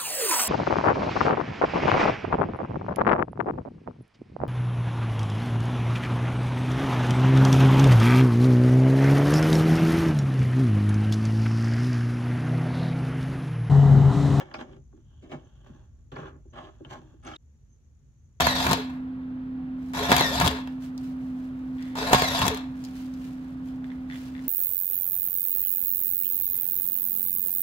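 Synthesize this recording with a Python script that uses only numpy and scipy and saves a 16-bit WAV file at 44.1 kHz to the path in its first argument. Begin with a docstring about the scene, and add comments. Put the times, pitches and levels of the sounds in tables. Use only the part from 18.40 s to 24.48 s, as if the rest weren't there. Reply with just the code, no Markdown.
"""A sharp clack and a labouring whirr: an electric stapler, already in mid-stroke, drives three staples.
In each stroke a motor spins up through plastic gears, the driver slams the staple home, the motor squeals
against the return spring and the head clatters back up; these forces excite the housing and the desk.
Between staples the sheets slide and crinkle. A fan hums in the small room, and all is heard through
the two microphone ports of a nearby phone."""
import sys
import numpy as np
from scipy import signal
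from scipy.fft import rfft, irfft
from scipy.io import wavfile
from scipy.ndimage import uniform_filter1d

SR = 44100
rng = np.random.default_rng(int(sys.argv[2]) if len(sys.argv) > 2 else 0)


def put_to_file(sound):
    """Save the sound as 16-bit audio at rate SR, in the file named by the first command-line argument."""
    columns = np.atleast_2d(sound).T  # one column per channel
    safe = np.clip(columns, -1, 1)
    whole_steps = np.round(safe * 32767)
    wavfile.write(sys.argv[1], SR, whole_steps.astype(np.int16))


N = 268128
T = np.arange(N) / SR

# Strokes; "cam time" is the time since a stroke's start divided by its stretch:
# (start [s], stretch [ratio], clinch delay [s], extra rumble [dB], extra squeal [dB], speed sag [share])
STROKES = [(-.2, 1.008, .027, 1, -1, .02), (1.534, 1.03, .009, 1.5, 0, .06),
           (3.553, 1, .015, -1, -3, -.025)]
# Modes of the plastic housing: (frequency [Hz], width [Hz], gain [dB])
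HOUSING_MODES = [(708, 49, 7.5), (917, 100, 4), (1060, 71, 4), (1695, 130, 3.5), (1835, 150, 4),
                 (2280, 110, 3.5), (2640, 160, 6.5), (3350, 410, 7), (3800, 240, 4), (4200, 200, 6.5)]
# Modes of the steel gears and driver: (frequency [Hz], width [Hz], gain [dB])
STEEL_MODES = [(5440, 400, 4), (7000, 800, 5.5)]
LABOUR_S, LABOUR_HALF_S = .295, .045  # centre and half-length of the motor's strain, in cam time


def blows(thud_db=3, knock_db=3, snap_db=2):
    """Impact excitation: each blow thuds into the desk, knocks the housing and snaps the steel parts."""
    # Impact spectra of desk, housing and steel: (frequency [Hz], relative level [dB])
    thud_spectrum = [(30, -42), (80, -7), (160, 3.5), (320, -2.5), (500, -3), (900, -19.5), (3000, -51.5)]
    knock_spectrum = [(100, -23.5), (350, -10.5), (600, 0), (950, 4.5), (1400, -3), (3300, -12.5),
                      (6000, -34)]
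    snap_spectrum = [(1500, -1.5), (3500, 0.5), (5500, -1.5), (9000, -3.5), (16000, -6)]
    times, thuds, knocks, snaps = np.transpose(impacts())
    desk = colour(contacts(times, thuds, likeness=.49, fall_s=.0034, clean=.46), thud_spectrum)
    shell = contacts(times, knocks, likeness=.68, fall_s=.0028, clean=.087)
    shell = colour(shell, knock_spectrum, HOUSING_MODES)
    steel = contacts(times, snaps, likeness=.13, fall_s=.0026, clean=.011)
    steel = colour(steel, snap_spectrum, HOUSING_MODES + STEEL_MODES)
    return amp(thud_db) * desk + amp(knock_db) * shell + pan(amp(snap_db) * steel, 11)


def impacts():
    """Cam timing: every turn repeats the same blows, and the clinch follows the driver's."""
    # Slack taken up, head on paper, driver on staple, release, head springing up, end stop, latch:
    # (cam time [s], thud [dB], knock [dB], snap [dB])
    cam_blows = [(.001, -53.5, -35.5, -44.5), (0.157, -23.5, -26.5, -50), (.178, -14.5, -10.5, -18),
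                 (.267, -16.5, -14, -26), (.464, -35, -16, -31), (.513, -28, -21, -27),
                 (0.527, -24.5, -24, -19.5)]
    # The staple's legs folding on the anvil: (thud [dB], knock [dB], snap [dB])
    clinch = (-19.5, -13.5, -23)
    # Single knocks and clicks of the mechanism, including the head springing up; the last two rows are bright
    # ticks of the paper's edge as the sheets are pulled out: (time [s], thud [dB], knock [dB], snap [dB])
    clicks = [(.02, -29, -16, -26.5), (.203, -53.5, -23, -34.5), (.266, -39.5, -20, -30),
              (.312, -23.5, -23, -27.5), (1.706, -22.5, -31.5, -31), (1.765, -37, -15.5, -17.5),
              (1.781, -27, -29, -26), (2.0, -30.5, -25, -22.5), (2.018, -33, -18, -33),
              (2.07, -28, -26, -27), (2.274, -54, -35.5, -51.5), (3.734, -23, -11, -19),
              (3.741, -23, -28, -30), (3.795, -55, -33, -30), (3.991, -39, -31, -28),
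              (4.146, -60, -55, -36), (4.173, -61, -48, -38)]
    driver_s = max(cam_blows, key=lambda blow: blow[1])[0]
    rows = list(clicks)
    for start, stretch, clinch_s, *_ in STROKES:
        rows += [(start + stretch * s, *levels) for s, *levels in cam_blows]
        rows.append((start + stretch * driver_s + clinch_s, *clinch))
    return [row for row in rows if row[0] >= 0]


def gears(tooth_fall=.81, uneven_db=2, clatter_db=2, rattle_db=-7.2, scrape_db=-5, whine_db=-16):
    """Forced vibration: teeth rattle, scrape and whine at the mesh rate; the body shakes the desk."""
    # Spectra of the gear noises: (frequency [Hz], relative level [dB])
    whine_spectrum = [(300, -22), (430, -3), (560, -4), (700, -4), (1100, -2.5), (2400, -8)]
    rattle_spectrum = [(150, -9.5), (350, -17), (580, -3), (750, -3), (1050, 0), (1300, -4.5), (2600, -12),
                       (4000, -38)]
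    scrape_spectrum = [(1500, -30.5), (2900, -4.5), (3600, 0.5), (4400, -3), (6400, -6.5), (8100, -10.5),
                       (10500, -12), (13000, -7.5), (15500, -32.5)]
    rumble_spectrum = [(25, -37.5), (48, -15.5), (68, 3.5), (95, -5), (170, -2.5), (400, -17.5), (900, -46)]
    # Mode of the base, which the whine sweeps through: (frequency [Hz], width [Hz], gain [dB])
    base_modes = [(424, 43, 12)]
    mesh_hz, (force, friction, shake) = motor()
    teeth = np.cumsum(mesh_hz * (1 + .012 * walk(300))) / SR
    tooth_gain = amp(uneven_db * rng.standard_normal(N)[teeth.astype(int)])
    strikes = np.exp(-(teeth % 1) / tooth_fall) * tooth_gain
    strikes = unit(strikes * amp(clatter_db * walk(170)))  # backlash: short irregular bunches
    phase = 2 * np.pi * teeth + .7 * walk(330)
    whine = amp(whine_db + 3 * walk(110)) * np.sin(phase)
    whine = colour((whine * force)[None], whine_spectrum, HOUSING_MODES + base_modes)
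    rattle = colour(pair(.6) * strikes * force, rattle_spectrum, HOUSING_MODES)
    scrape = cavity(pair(.27) * strikes * friction, t60_s=.026, shifts_per_s=20)
    scrape = colour(scrape, scrape_spectrum, HOUSING_MODES + STEEL_MODES)
    treble = pan(squeal(teeth) + amp(scrape_db) * scrape, 4)
    rumble = colour(pair(.61) * shake, rumble_spectrum)
    return amp(rattle_db) * rattle + whine + treble + amp(1.5) * rumble


def motor(spin_up_s=.019, switch_off_s=.52):
    """Speed and noise follow the load: returns the mesh rate and rattle, scrape and rumble envelopes."""
    # The gears spin up, sag against the spring, race and coast: (cam time [s], mesh rate [Hz])
    gear_speed = [(0, 0), (.035, 260), (.07, 430), (.11, 625), (.15, 710), (.19, 740), (.243, 720),
                  (.268, 658), (.3, 608), (.33, 568), (.37, 550), (.39, 610), (.412, 700), (.435, 860),
                  (.488, 1120), (.535, 700), (.565, 439.5), (.6, 400), (.7, 0)]
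    # Pressing the staple, retracting the driver, winding the spring, passing the top, the spring's push:
    # (cam time [s], half-length [s], rattle gain [dB], scrape gain [dB], rumble gain [dB])
    loads = [(0.189, 0.022, 8.5, 8.5, 12.5), (0.257, 0.033, 3, 4.5, 4.5), (0.344, .046, -1.5, 2.5, 1.5),
             (0.411, 0.014, 1, 5, -3.5), (0.499, 0.051, 2.5, 3.5, 14)]
    # Each for rattle, scrape and rumble; the fade is per second of cam time.
    running_db, growth, fade_db = (-25.5, -33, -42), (.42, .73, .28), (107.5, 164.5, 96.5)
    mesh_hz, envelopes = np.zeros(N), np.zeros((3, N))
    for start, stretch, _, desk_db, _, sag in STROKES:
        cam_s = np.maximum(T - start, 0) / stretch
        spin = 1 - np.exp(-cam_s / spin_up_s)
        coasting = np.maximum(cam_s - switch_off_s, 0)
        slowing = 1 - sag * bell(cam_s, LABOUR_S, LABOUR_HALF_S)
        mesh_hz += np.interp(cam_s, *np.transpose(gear_speed)) * slowing
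        rattle, scrape, rumble = sum(np.outer(db, bell(cam_s, s, half)) for s, half, *db in loads)
        for k, load_db in enumerate((rattle, scrape, rumble + desk_db)):
            envelopes[k] += spin ** growth[k] * amp(running_db[k] + load_db - fade_db[k] * coasting)
    return np.maximum(mesh_hz, 0), envelopes


def squeal(teeth, mesh_ratio=3.3, level_db=-30.5, harmonics_db=(-.5, 1, -8), rasp=.25, flutter_db=3):
    """A harmonic series tied to speed: straining against the spring, the motor squeals and falls."""
    labour = swells([(start + LABOUR_S * stretch, LABOUR_HALF_S, level_db + extra_db)
                     for start, stretch, _, _, extra_db, _ in STROKES])
    phase = 2 * np.pi * mesh_ratio * teeth
    sides = np.zeros((2, N))
    for side in sides:
        for k, db in enumerate(harmonics_db, 1):
            side += amp(db + flutter_db * walk(150)) * np.sin(k * (phase + rasp * walk(300)) + walk(60))
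    return labour * sides


def freewheel(cam_s=.59, half_s=.05, level_db=-47):
    """Inertia: after the switch-off the rotor spins on briefly and keeps the housing ringing."""
    # Rotor noise: (frequency [Hz], relative level [dB])
    rotor_spectrum = [(400, -13.5), (960, -6.5), (1500, -12), (4300, -8.5), (8000, -39)]
    spin = swells([(start + cam_s * stretch, half_s, level_db) for start, stretch, *_ in STROKES])
    return colour(pair(.46) * spin, rotor_spectrum, HOUSING_MODES)


def cavity(x, t60_s, shifts_per_s, count=4):
    """Modal overlap: close resonances in the housing give a short ring that shifts as the parts move."""
    rings = (rng.standard_normal((count, N)) * np.exp(-np.log(1000) * T / t60_s))[:, :SR // 4]
    shares = np.array([walk(shifts_per_s) for _ in rings])
    shares = shares / np.linalg.norm(shares, axis=0)
    return sum(share * signal.oaconvolve(x, ring[None] / np.linalg.norm(ring), axes=1)[:, :N]
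               for share, ring in zip(shares, rings))


def paper(crease_db=1, slide_db=5, grain_db=3, catch_db=1.5, picked_up_s=1.9):
    """Stick-slip friction: fibres catch as the sheets slide; bends crinkle and the edge flicks."""
    # Sheets sliding in and out: (time of peak speed [s], half-length [s], level [dB])
    slides = [(1.5, 0.065, -69.5), (2.45, 0.024, -59.5), (2.67, 0.048, -65), (3.45, 0.07, -66.5),
              (4.42, 0.05, -65.5), (4.6, 0.065, -61), (4.86, 0.094, -64.5), (5.27, 0.034, -66.5),
              (5.8, 0.066, -60), (6.05, 0.035, -62)]
    # The edge flicking against the stapler: (time [s], level [dB])
    edge_flicks = [(2.448, -53.5), (2.578, -42), (3.425, -46), (4.44, -43), (4.449, -39), (4.456, -49),
                   (4.739, -49)]
    # Spectra of the paper noises: (frequency [Hz], relative level [dB])
    slide_spectrum = [(1200, -1.5), (2800, 2), (4300, -1.5), (6500, -4), (8300, -7.5), (14000, -9.5)]
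    crinkle_spectrum = [(900, -16.5), (1900, -9.5), (3400, -11), (9000, -36)]
    flick_spectrum = [(1500, -16), (3500, -4), (4900, 2.5), (9000, -10), (16000, -14)]
    # Modes of the bent sheets: (frequency [Hz], width [Hz], gain [dB])
    sheet_modes = [(1930, 600, 14), (3490, 190, 9.5)]
    grain = unit(amp(grain_db * walk(820) + catch_db * walk(35)))
    rustle = (T > picked_up_s) * amp(-75 + 3 * walk(11))
    slide = colour(pair(.074) * grain * np.hypot(swells(slides), rustle), slide_spectrum)
    creases = contacts(*crease_ticks(), likeness=.15, fall_s=.0012, clean=.3)
    creases = colour(creases, crinkle_spectrum, sheet_modes)
    flicks = colour(pair(.19) * bursts(*np.transpose(edge_flicks), fall_s=.0025), flick_spectrum)
    return pan(amp(crease_db) * creases + amp(slide_db) * slide + flicks, 1)


def crease_ticks(jitter_s=.0005, fade_db_per_s=42):
    """Buckling: a bent sheet gives way in a run of ever softer ticks; returns times and levels."""
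    # Buckles: (time [s], length [s], tick spacing [s], level [dB])
    buckles = [(3.383, 0.18, .006, -45), (5.443, .005, .013, -39), (5.503, .02, 0.014, -43.5),
               (5.7, .06, .0112, -37.5), (5.951, .045, 0.014, -41.5)]
    ticks = []
    for start, length, gap, db in buckles:
        for age, slip in zip(np.arange(0, length, gap), rng.standard_normal(64)):
            ticks.append((start + age + (age > 0) * jitter_s * slip, db - fade_db_per_s * age))
    return np.transpose(ticks)


def fan(blade_hz=258.2, tone_db=-33.5, rush_db=-43, softer_s=3.8, softer_db=-1.7):
    """Aerodynamic noise: a wavering blade-passing tone, later a little softer, over a rush of air."""
    # Moving air: (frequency [Hz], relative level [dB])
    air_spectrum = [(22, -36.5), (42, -16), (52, -19), (72, -10.5), (100, -20), (140, -11.5), (190, -16.5),
                    (350, -28), (560, -30.5), (1200, -34), (1650, -35), (2100, -42), (3600, -50.5),
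                    (7000, -68.5), (15000, -76.5)]
    # Peaks in the rush: (frequency [Hz], width [Hz], gain [dB])
    air_peaks = [(122, 19, 3.3), (183, 24, 5.5), (295.7, 21, 12.9), (761, 5.4, 15)]
    passes = np.cumsum(blade_hz + .73 * walk(10)) / SR
    softer = (1 + np.tanh((T - softer_s) / .13)) / 2
    tone = np.sqrt(2) * np.sin(2 * np.pi * passes) * amp(tone_db + softer_db * softer + .78 * walk(10))
    rush = colour(pair(.52), air_spectrum, air_peaks)
    return pan(tone, -1.3) + pan(amp(rush_db) * rush, -2)


def echoes(x, t60_s, wet_db):
    """Reverberation: a diffuse, exponentially decaying tail, different on each side and weak in bass."""
    tail = rng.standard_normal((2, N)) * np.exp(-np.log(1000) * T / t60_s)
    tail = colour(tail, [(80, -27.5), (300, -15.5), (900, 9), (4000, 10.5), (14000, -6.5)])[:, :SR]
    return x + amp(wet_db) * signal.fftconvolve(x, tail / np.linalg.norm(tail[0]), axes=1)[:, :N]


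def contacts(times, db, likeness, fall_s, clean):
    """Energy partition: a contact is one push (share `clean`) and a brief scatter of smaller ones."""
    push = bursts(times, db, 1 / SR / 2) * np.sqrt(fall_s * SR / 2)
    scatter = pair(likeness) * bursts(times, db, fall_s)
    return np.sqrt(clean) * push + np.sqrt(1 - clean) * scatter


def colour(x, spectrum, modes=(), size=8192):
    """Minimum-phase filter of unit power gain: a smooth spectrum with resonances standing on it."""
    f = np.maximum(np.fft.rfftfreq(size, 1 / SR), 1)
    hz, db = np.transpose(spectrum)
    gain = amp(np.interp(np.log(f), np.log(hz), db))
    for centre, width, peak_db in modes:
        gain = gain * amp(peak_db / (1 + (2 * (f - centre) / width) ** 2))
    cepstrum = irfft(np.log(gain))
    causal = 2 * cepstrum[:size // 2] * (np.arange(size // 2) > 0)
    response = irfft(np.exp(rfft(causal, size)))
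    return signal.fftconvolve(x, response[None] / np.linalg.norm(response), axes=1)[:, :N]


def pair(likeness, alike_below_hz=350):
    """Partial coherence: noise at two close ports shares a part, and all of the bass."""
    mid, side = rng.standard_normal((2, N))
    side = signal.sosfilt(signal.butter(2, alike_below_hz, "high", fs=SR, output="sos"), side)
    return np.sqrt((1 + likeness) / 2) * mid + np.sqrt((1 - likeness) / 2) * np.array([side, -side])


def bursts(times, db, fall_s):
    """Exponential decay: an envelope that jumps at each time and falls to 1 / e in fall_s."""
    kicks = np.zeros(N)
    np.add.at(kicks, np.clip((np.asarray(times) * SR).astype(int), 0, N - 1), amp(db) ** 2)
    return np.sqrt(signal.lfilter([1], [1, -np.exp(-2 / (fall_s * SR))], kicks + 1e-18))


def swells(rows):
    """Superposed bell envelopes from rows of (time [s], half-length [s], level [dB])."""
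    return sum(amp(db) * bell(T, s, half) for s, half, db in rows)


def bell(t, centre_s, half_s):
    """Gaussian rise and fall, 1 at its centre."""
    return np.exp(-((t - centre_s) / half_s) ** 2 / 2)


def walk(rate):
    """Random modulation: glides between `rate` levels a second, with rms 1."""
    hold = max(int(SR / rate), 1)
    return unit(uniform_filter1d(np.repeat(rng.standard_normal(N // hold + 1), hold), hold)[:N])


def pan(x, left_db):
    """Level panning: the left side leads the right by left_db."""
    return x * amp(np.array([[left_db], [-left_db]]) / 2)


def amp(db):
    """Decibels to gain."""
    return 10 ** (np.asarray(db) / 20)


def unit(x):
    """Scale to rms 1."""
    return x / np.sqrt(np.mean(x ** 2))


def scene():
    """Superposition: stapler and paper, reflected by the desk and faintly by the walls, over the fan."""
    near = echoes(gears() + freewheel() + blows() + paper(), t60_s=.12, wet_db=-11.5)
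    return amp(1.5) * echoes(near, t60_s=.43, wet_db=-18.5) + fan()


def record(dry, top_hz=15600):
    """Diffraction round the phone delays the right port; the phone rounds peaks and cuts the top."""
    # Lag of the right port: (frequency [Hz], delay [s])
    port_lag = [(500, 0.0001), (1100, 0.00019), (1700, .00029), (8000, 0.000256)]
    f = np.fft.rfftfreq(N, 1 / SR)
    delay_s = np.interp(f, *np.transpose(port_lag))
    right = irfft(rfft(dry[1]) * np.exp(-2j * np.pi * f * delay_s), N)
    lowpass = signal.ellip(8, .2, 80, top_hz, fs=SR, output="sos")
    return signal.sosfilt(lowpass, np.tanh([dry[0], right]))


dry = scene()
out = record(dry)
put_to_file(out)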